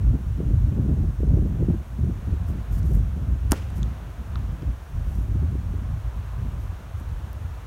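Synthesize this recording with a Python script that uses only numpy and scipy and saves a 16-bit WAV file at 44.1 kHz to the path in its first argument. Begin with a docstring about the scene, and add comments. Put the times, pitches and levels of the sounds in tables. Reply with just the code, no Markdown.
"""A baseball cracks into a catcher's leather mitt, heard from behind the mound on an open grass field. The ball
slaps the leather and pops the air out of the pocket; the wall behind him throws the sound back. The pitcher's
shoes scuff the dirt before and after the catch, and a few small ticks sound on either side of it. Wind buffets
and thumps the microphone throughout, over the faint hum of a distant town and one far car."""
import sys
import numpy as np
from scipy import signal
from scipy.fft import rfft, irfft, next_fast_len
from scipy.io import wavfile
from scipy.ndimage import uniform_filter1d

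SR = 44100
rng = np.random.default_rng(int(sys.argv[2]) if len(sys.argv) > 2 else 0)


def store_pcm(level_fs):
    """Save levels as 16-bit WAV."""
    pcm = np.round(np.clip(level_fs, -1, 1) * 32767).astype(np.int16)
    wavfile.write(sys.argv[1], SR, np.atleast_2d(pcm).T)


N = 337806
TIME = np.arange(N) / SR
CATCH_S = 3.5195


def undb(db):
    """Decibels to gain."""
    return 10 ** (np.asarray(db) / 20)


def unit(x):
    """Scale to rms 1."""
    return x / np.sqrt(np.mean(x ** 2))


def curves(rows):
    """Columns of a table joined by straight lines in time."""
    times, *columns = np.transpose(rows)
    return [np.interp(TIME, times, column) for column in columns]


def noise(colour):
    """Noise of rms 1 with a spectrum through (frequency_hz, level_db) points."""
    hz, db = np.transpose(colour)
    size = next_fast_len(N, True)
    bins = np.fft.rfftfreq(size, 1 / SR)
    gain = undb(np.interp(np.log(bins + 1), np.log(hz), db))
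    return unit(irfft(rfft(rng.standard_normal(size)) * gain, size)[:N])


def wander(rate_hz):
    """Smooth random drift of rms 1."""
    hold = max(int(SR / rate_hz), 1)
    steps = np.repeat(rng.standard_normal(N // hold + 1), hold)
    return unit(uniform_filter1d(steps, hold)[:N])


def even(x, window_s):
    """Take the slow swells out of a noise and keep its quick ones."""
    size = int(window_s * SR)
    power = uniform_filter1d(uniform_filter1d(x ** 2, size), size)
    return x / np.sqrt(power + 1e-9)


def impulse(start_s):
    """One instantaneous blow."""
    return signal.unit_impulse(N, int(round(start_s * SR)))


def fade(start_s, t60_s):
    """Envelope that jumps to 1, then loses 60 dB in t60_s."""
    age = TIME - start_s
    return (age >= 0) * np.exp(-np.log(1000) * np.clip(age / t60_s, 0, 10))


def resonate(x, hz, width_hz):
    """Two-pole resonance, gain 1 at its centre."""
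    return signal.lfilter(*signal.iirpeak(hz, hz / width_hz, fs=SR), x + 1e-18)


def ring(x, hz, width_hz):
    """The same resonance twice: a rounded ring with steep skirts."""
    return resonate(resonate(x, hz, width_hz), hz, width_hz)


def wavelet(centre_s, hz, cycles):
    """A tone under a bell curve that falls to 1/e at `cycles` periods either side."""
    turns = (TIME - centre_s) * hz
    return np.cos(2 * np.pi * turns) * np.exp(-np.minimum((turns / cycles) ** 2, 100))


# Traffic far beyond the field: time_s, level_db
TOWN_LEVEL = [(0, -50.5), (1.8, -51), (2.6, -48), (3.3, -50), (4.1, -48), (5, -49.5), (6.3, -48),
              (7.66, -49)]
# Spectra of that traffic and of the open field's high hiss: frequency_hz, level_db
TOWN_COLOUR = [(100, 1), (450, 0), (680, 2), (800, -0.5), (1050, -0.5), (1250, -2), (1500, -3), (2050, -10),
               (2700, -11.5), (3700, -16), (5000, -23.5), (9000, -34)]
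HISS_COLOUR = [(2000, -4.5), (4200, -1.5), (4900, -4.5), (5500, 4), (6500, 4.5), (7600, 0), (9600, 2),
               (10400, -4), (11200, 0.5), (16000, -2)]

def town():
    """A far, gently wavering wash of traffic with a steady hiss on top."""
    town_db, = curves(TOWN_LEVEL)
    traffic = noise(TOWN_COLOUR) * undb(town_db + 0.5 * wander(rate_hz=6))
    return traffic + undb(-62) * noise(HISS_COLOUR)


def far_car(centre_s, length_s, pitch_hz, level_db):
    """The tyres of one far car sing in a narrow band as it passes."""
    tyres = unit(ring(rng.standard_normal(N), pitch_hz, width_hz=260))
    return undb(level_db) * tyres * np.exp(-2 * ((TIME - centre_s) / length_s) ** 2)


# Wind on the microphone, a stronger stretch then a lighter one: time_s, buffet_db, flutter_db
WIND_STRENGTH = [
    [(0.0, -24.5, -30.5), (0.08, -16.5, -31), (0.17, -32.5, -32.5), (0.33, -22, -41.5),
     (0.39, -28.5, -27.5), (0.64, -19, -34.5), (0.74, -27.5, -25.5), (1.1, -23, -31), (1.17, -35, -49),
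     (1.21, -18, -25.5), (1.54, -25.5, -27), (1.71, -25.5, -25), (1.86, -36, -48), (2.09, -26.5, -27),
     (2.19, -29.5, -35.5), (2.34, -26, -31.5), (2.39, -40, -52), (2.42, -30.5, -41.5), (2.61, -26, -32),
     (2.64, -31, -47), (2.91, -24.5, -30), (3.12, -25.5, -40.5), (3.14, -26.5, -30.5), (3.48, -24, -41)],
    [(3.58, -34.5, -48.5), (3.81, -28, -35), (4.01, -38.5, -48.5), (4.53, -28, -37.5), (4.58, -40, -38.5),
     (4.7, -22, -33), (4.77, -40, -58), (4.92, -42, -55), (4.95, -28, -42.5), (5.45, -27, -36.5),
     (5.85, -31.5, -42.5), (5.95, -26, -39), (6.03, -40, -62), (6.07, -20.5, -48), (6.12, -40, -65),
     (6.17, -27.5, -35), (6.27, -31.5, -60), (6.41, -30, -39), (6.73, -31.5, -47), (6.82, -43.5, -48),
     (6.95, -34, -58.5), (7.0, -27.5, -44), (7.52, -34.5, -50), (7.66, -38, -63)],
]
# Spectra of the deep buffet, the flutter and the tearing in strong gusts: frequency_hz, level_db
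BUFFET_COLOUR = [(15, -44), (28, -20), (40, -12.5), (52, 1.5), (68, -0.5), (100, -5), (135, -14.5),
                 (200, -38), (400, -57), (1500, -110)]
FLUTTER_COLOUR = [(70, -19.5), (120, 0), (170, -2.1), (240, -9), (350, -17.5), (500, -31.5), (900, -45.5),
                  (4000, -110)]
TEARING_COLOUR = [(120, -7), (220, 0), (380, -5), (550, -6), (850, -19), (2000, -61), (6000, -95)]

def wind():
    """Big eddies rock the microphone; small ones flutter in bursts and tear brighter as they grow."""
    buffet_db, flutter_db = curves(np.vstack(WIND_STRENGTH))
    tearing_db = 1.467 * flutter_db
    puffs = unit(undb(2.5 * wander(rate_hz=17)))
    buffet = undb(buffet_db + 3.5) * even(noise(BUFFET_COLOUR), window_s=0.05)
    bursts = undb(4 * wander(rate_hz=60))
    flutter = undb(flutter_db + 2.5) * even(noise(FLUTTER_COLOUR) * bursts, window_s=0.057)
    tearing = undb(tearing_db - 3.5) * even(noise(TEARING_COLOUR) * bursts, window_s=0.031)
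    return puffs * (buffet + flutter + tearing)


# Single hard eddies right on the microphone: centre_s, peak_db, pitch_hz
WIND_THUMPS = [(0.405, -18, 286), (1.206, -21.5, 254), (1.234, -15, 293), (1.463, -29, 300),
               (1.627, -12.5, 254), (1.687, -9, 220), (2.099, -18, 212), (2.917, -20.5, 202),
               (4.632, -22.5, 218), (5.187, -25, 200), (5.43, -28, 259), (5.555, -22, 240),
               (7.013, -27.5, 188)]

def wind_thumps():
    """Each hard eddy is one short push and pull of pressure."""
    out = np.zeros(N)
    for centre_s, peak_db, pitch_hz in WIND_THUMPS:
        spread = (np.pi * pitch_hz * (TIME - centre_s)) ** 2
        out += undb(peak_db) * (2 * spread - 1) * np.exp(-np.minimum(spread, 100))
    return out


# Shoes and cloth over the dirt and grass at the mound: centre_s, length_s, level_db
SCUFFS = [(2.495, 0.036, -58), (2.744, 0.041, -53), (2.787, 0.018, -53.5), (2.86, .022, -58),
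          (2.936, 0.084, -56), (3.776, 0.033, -54.5), (5.158, 0.15, -61), (6.63, 0.07, -64),
          (6.995, 0.038, -62)]

def scuffs():
    """Each scuff is a swell of tiny gritty grains."""
    friction = noise([(2500, -28), (4500, -3), (6000, 3), (9000, 0.5), (13000, 4.5), (16000, -4)])
    grit = unit(friction * undb(2.1 * wander(rate_hz=700)))
    return grit * sum(undb(level_db) * np.exp(-2 * ((TIME - centre_s) / length_s) ** 2)
                      for centre_s, length_s, level_db in SCUFFS)


# Cleats, grit and gear on the field: start_s, level_db, low_hz, high_hz, high_share_db, width_ratio
TICKS = [(2.831, -56, 4500, 5970, 17, 0.41), (2.9505, -38, 10100, 13800, 8, 0.33),
         (3.7028, -46, 8200, 9100, -5.5, 0.14), (3.8305, -32, 3530, 6420, -1.5, 0.21),
         (4.357, -29.5, 1270, 3760, -2.5, .28), (4.623, -46, 3000, 4800, 1, 0.33),
         (7.331, -45, 5520, 13000, 10, 0.42)]

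def ticks():
    """Small hard contacts, each ringing two short resonances."""
    out = np.zeros(N)
    for start_s, level_db, low_hz, high_hz, high_share_db, width_ratio in TICKS:
        low, high = (ring(impulse(start_s), hz, hz * width_ratio) for hz in (low_hz, high_hz))
        out += undb(level_db) * (low / low.max() + undb(high_share_db) * high / high.max())
    return out


# The catch off the padded wall behind the catcher and off a building: delay_s, peak_db, pitch_hz
WALL_ECHOES = [(0.0101, -14.5, 910), (0.0087, -24, 1460), (.0223, -33, 1400)]

def field_echoes():
    """Dull slaps come back from the wall; fence, bank and buildings scatter a weak, later wash."""
    slaps = sum(undb(peak_db) * wavelet(CATCH_S + delay_s, pitch_hz, cycles=0.64)
                for delay_s, peak_db, pitch_hz in WALL_ECHOES)
    bright = noise([(1000, -13), (3000, 4), (9000, -5), (16000, -6)])
    bright *= undb(-41) * fade(CATCH_S + 0.009, t60_s=0.026)
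    near = noise([(120, -5), (350, 7), (550, 3), (900, -14), (1500, -6), (2500, -27), (9000, -30)])
    near *= undb(-25) * fade(CATCH_S + 0.013, t60_s=0.07)
    far = noise([(200, 17), (900, 3), (1800, 1.5), (2800, 3), (4200, -7), (6000, -6),
                 (9000, -14), (16000, -19)])
    build_up = np.clip((TIME - CATCH_S) / 0.051, 0, 1) ** 2
    decay = undb(-26) * fade(CATCH_S, t60_s=0.21) + undb(-49.5) * fade(CATCH_S, t60_s=2.0)
    lumps = undb(1.5 * wander(rate_hz=110))  # separate surfaces make the wash uneven
    return slaps + bright + near + far * build_up * decay * lumps


def pocket(pitch_hz, contact_s, level_db):
    """The hollow of the glove pops low for as long as the ball is sinking into it."""
    age = TIME - CATCH_S
    squeeze = np.sin(np.pi * np.clip(age / contact_s, 0, 1))
    return -undb(level_db) * squeeze * np.sin(2 * np.pi * pitch_hz * age)


# Resonances of the mitt, a pitch's length from the microphone: pitch_hz, width_hz, relative_db
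LEATHER_MODES = [(850, 220, 11.5), (1380, 330, 11), (2650, 500, 4), (4250, 350, -4), (5400, 350, 4),
                 (6620, 560, 12), (8900, 1400, 5.5), (10900, 900, -2), (14000, 1300, -2.5)]
# Spectrum of its crackling leather: frequency_hz, level_db
CRACKLE_COLOUR = [(400, -4), (1300, 2), (2200, -3), (4000, -6.5), (7000, -.5), (10000, -1.5), (14500, -6),
                  (17000, -22)]

def mitt():
    """The ball brushes the rim, slaps the leather, which crackles, and squeezes air from the pocket."""
    blow = undb(-1) * impulse(CATCH_S)
    slap = sum(undb(relative_db) * resonate(blow, pitch_hz, width_hz)
               for pitch_hz, width_hz, relative_db in LEATHER_MODES)
    grain = even(noise(CRACKLE_COLOUR), window_s=0.001)
    brush = undb(-29) * fade(CATCH_S - 0.0085, t60_s=0.011)
    snap = undb(-13) * fade(CATCH_S, t60_s=0.0045)
    creak = undb(-30) * fade(CATCH_S, t60_s=0.025)
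    pop = pocket(pitch_hz=256, contact_s=0.0061, level_db=-10)
    return slap + grain * (brush + snap + creak) + pop


def scene():
    """Everything as it reaches the one microphone behind the mound."""
    distance = town() + far_car(centre_s=6.3, length_s=0.98, pitch_hz=1034, level_db=-58)
    gusts = wind() + wind_thumps()
    catch = mitt() + field_echoes()
    return (distance + gusts + scuffs() + ticks() + catch)[None]


def record(dry):
    """The recorder cuts the top steeply."""
    top_hz = 15800
    return signal.sosfilt(signal.ellip(10, 0.2, 70, top_hz, fs=SR, output="sos"), dry)


dry = scene()
out = record(dry)
store_pcm(out)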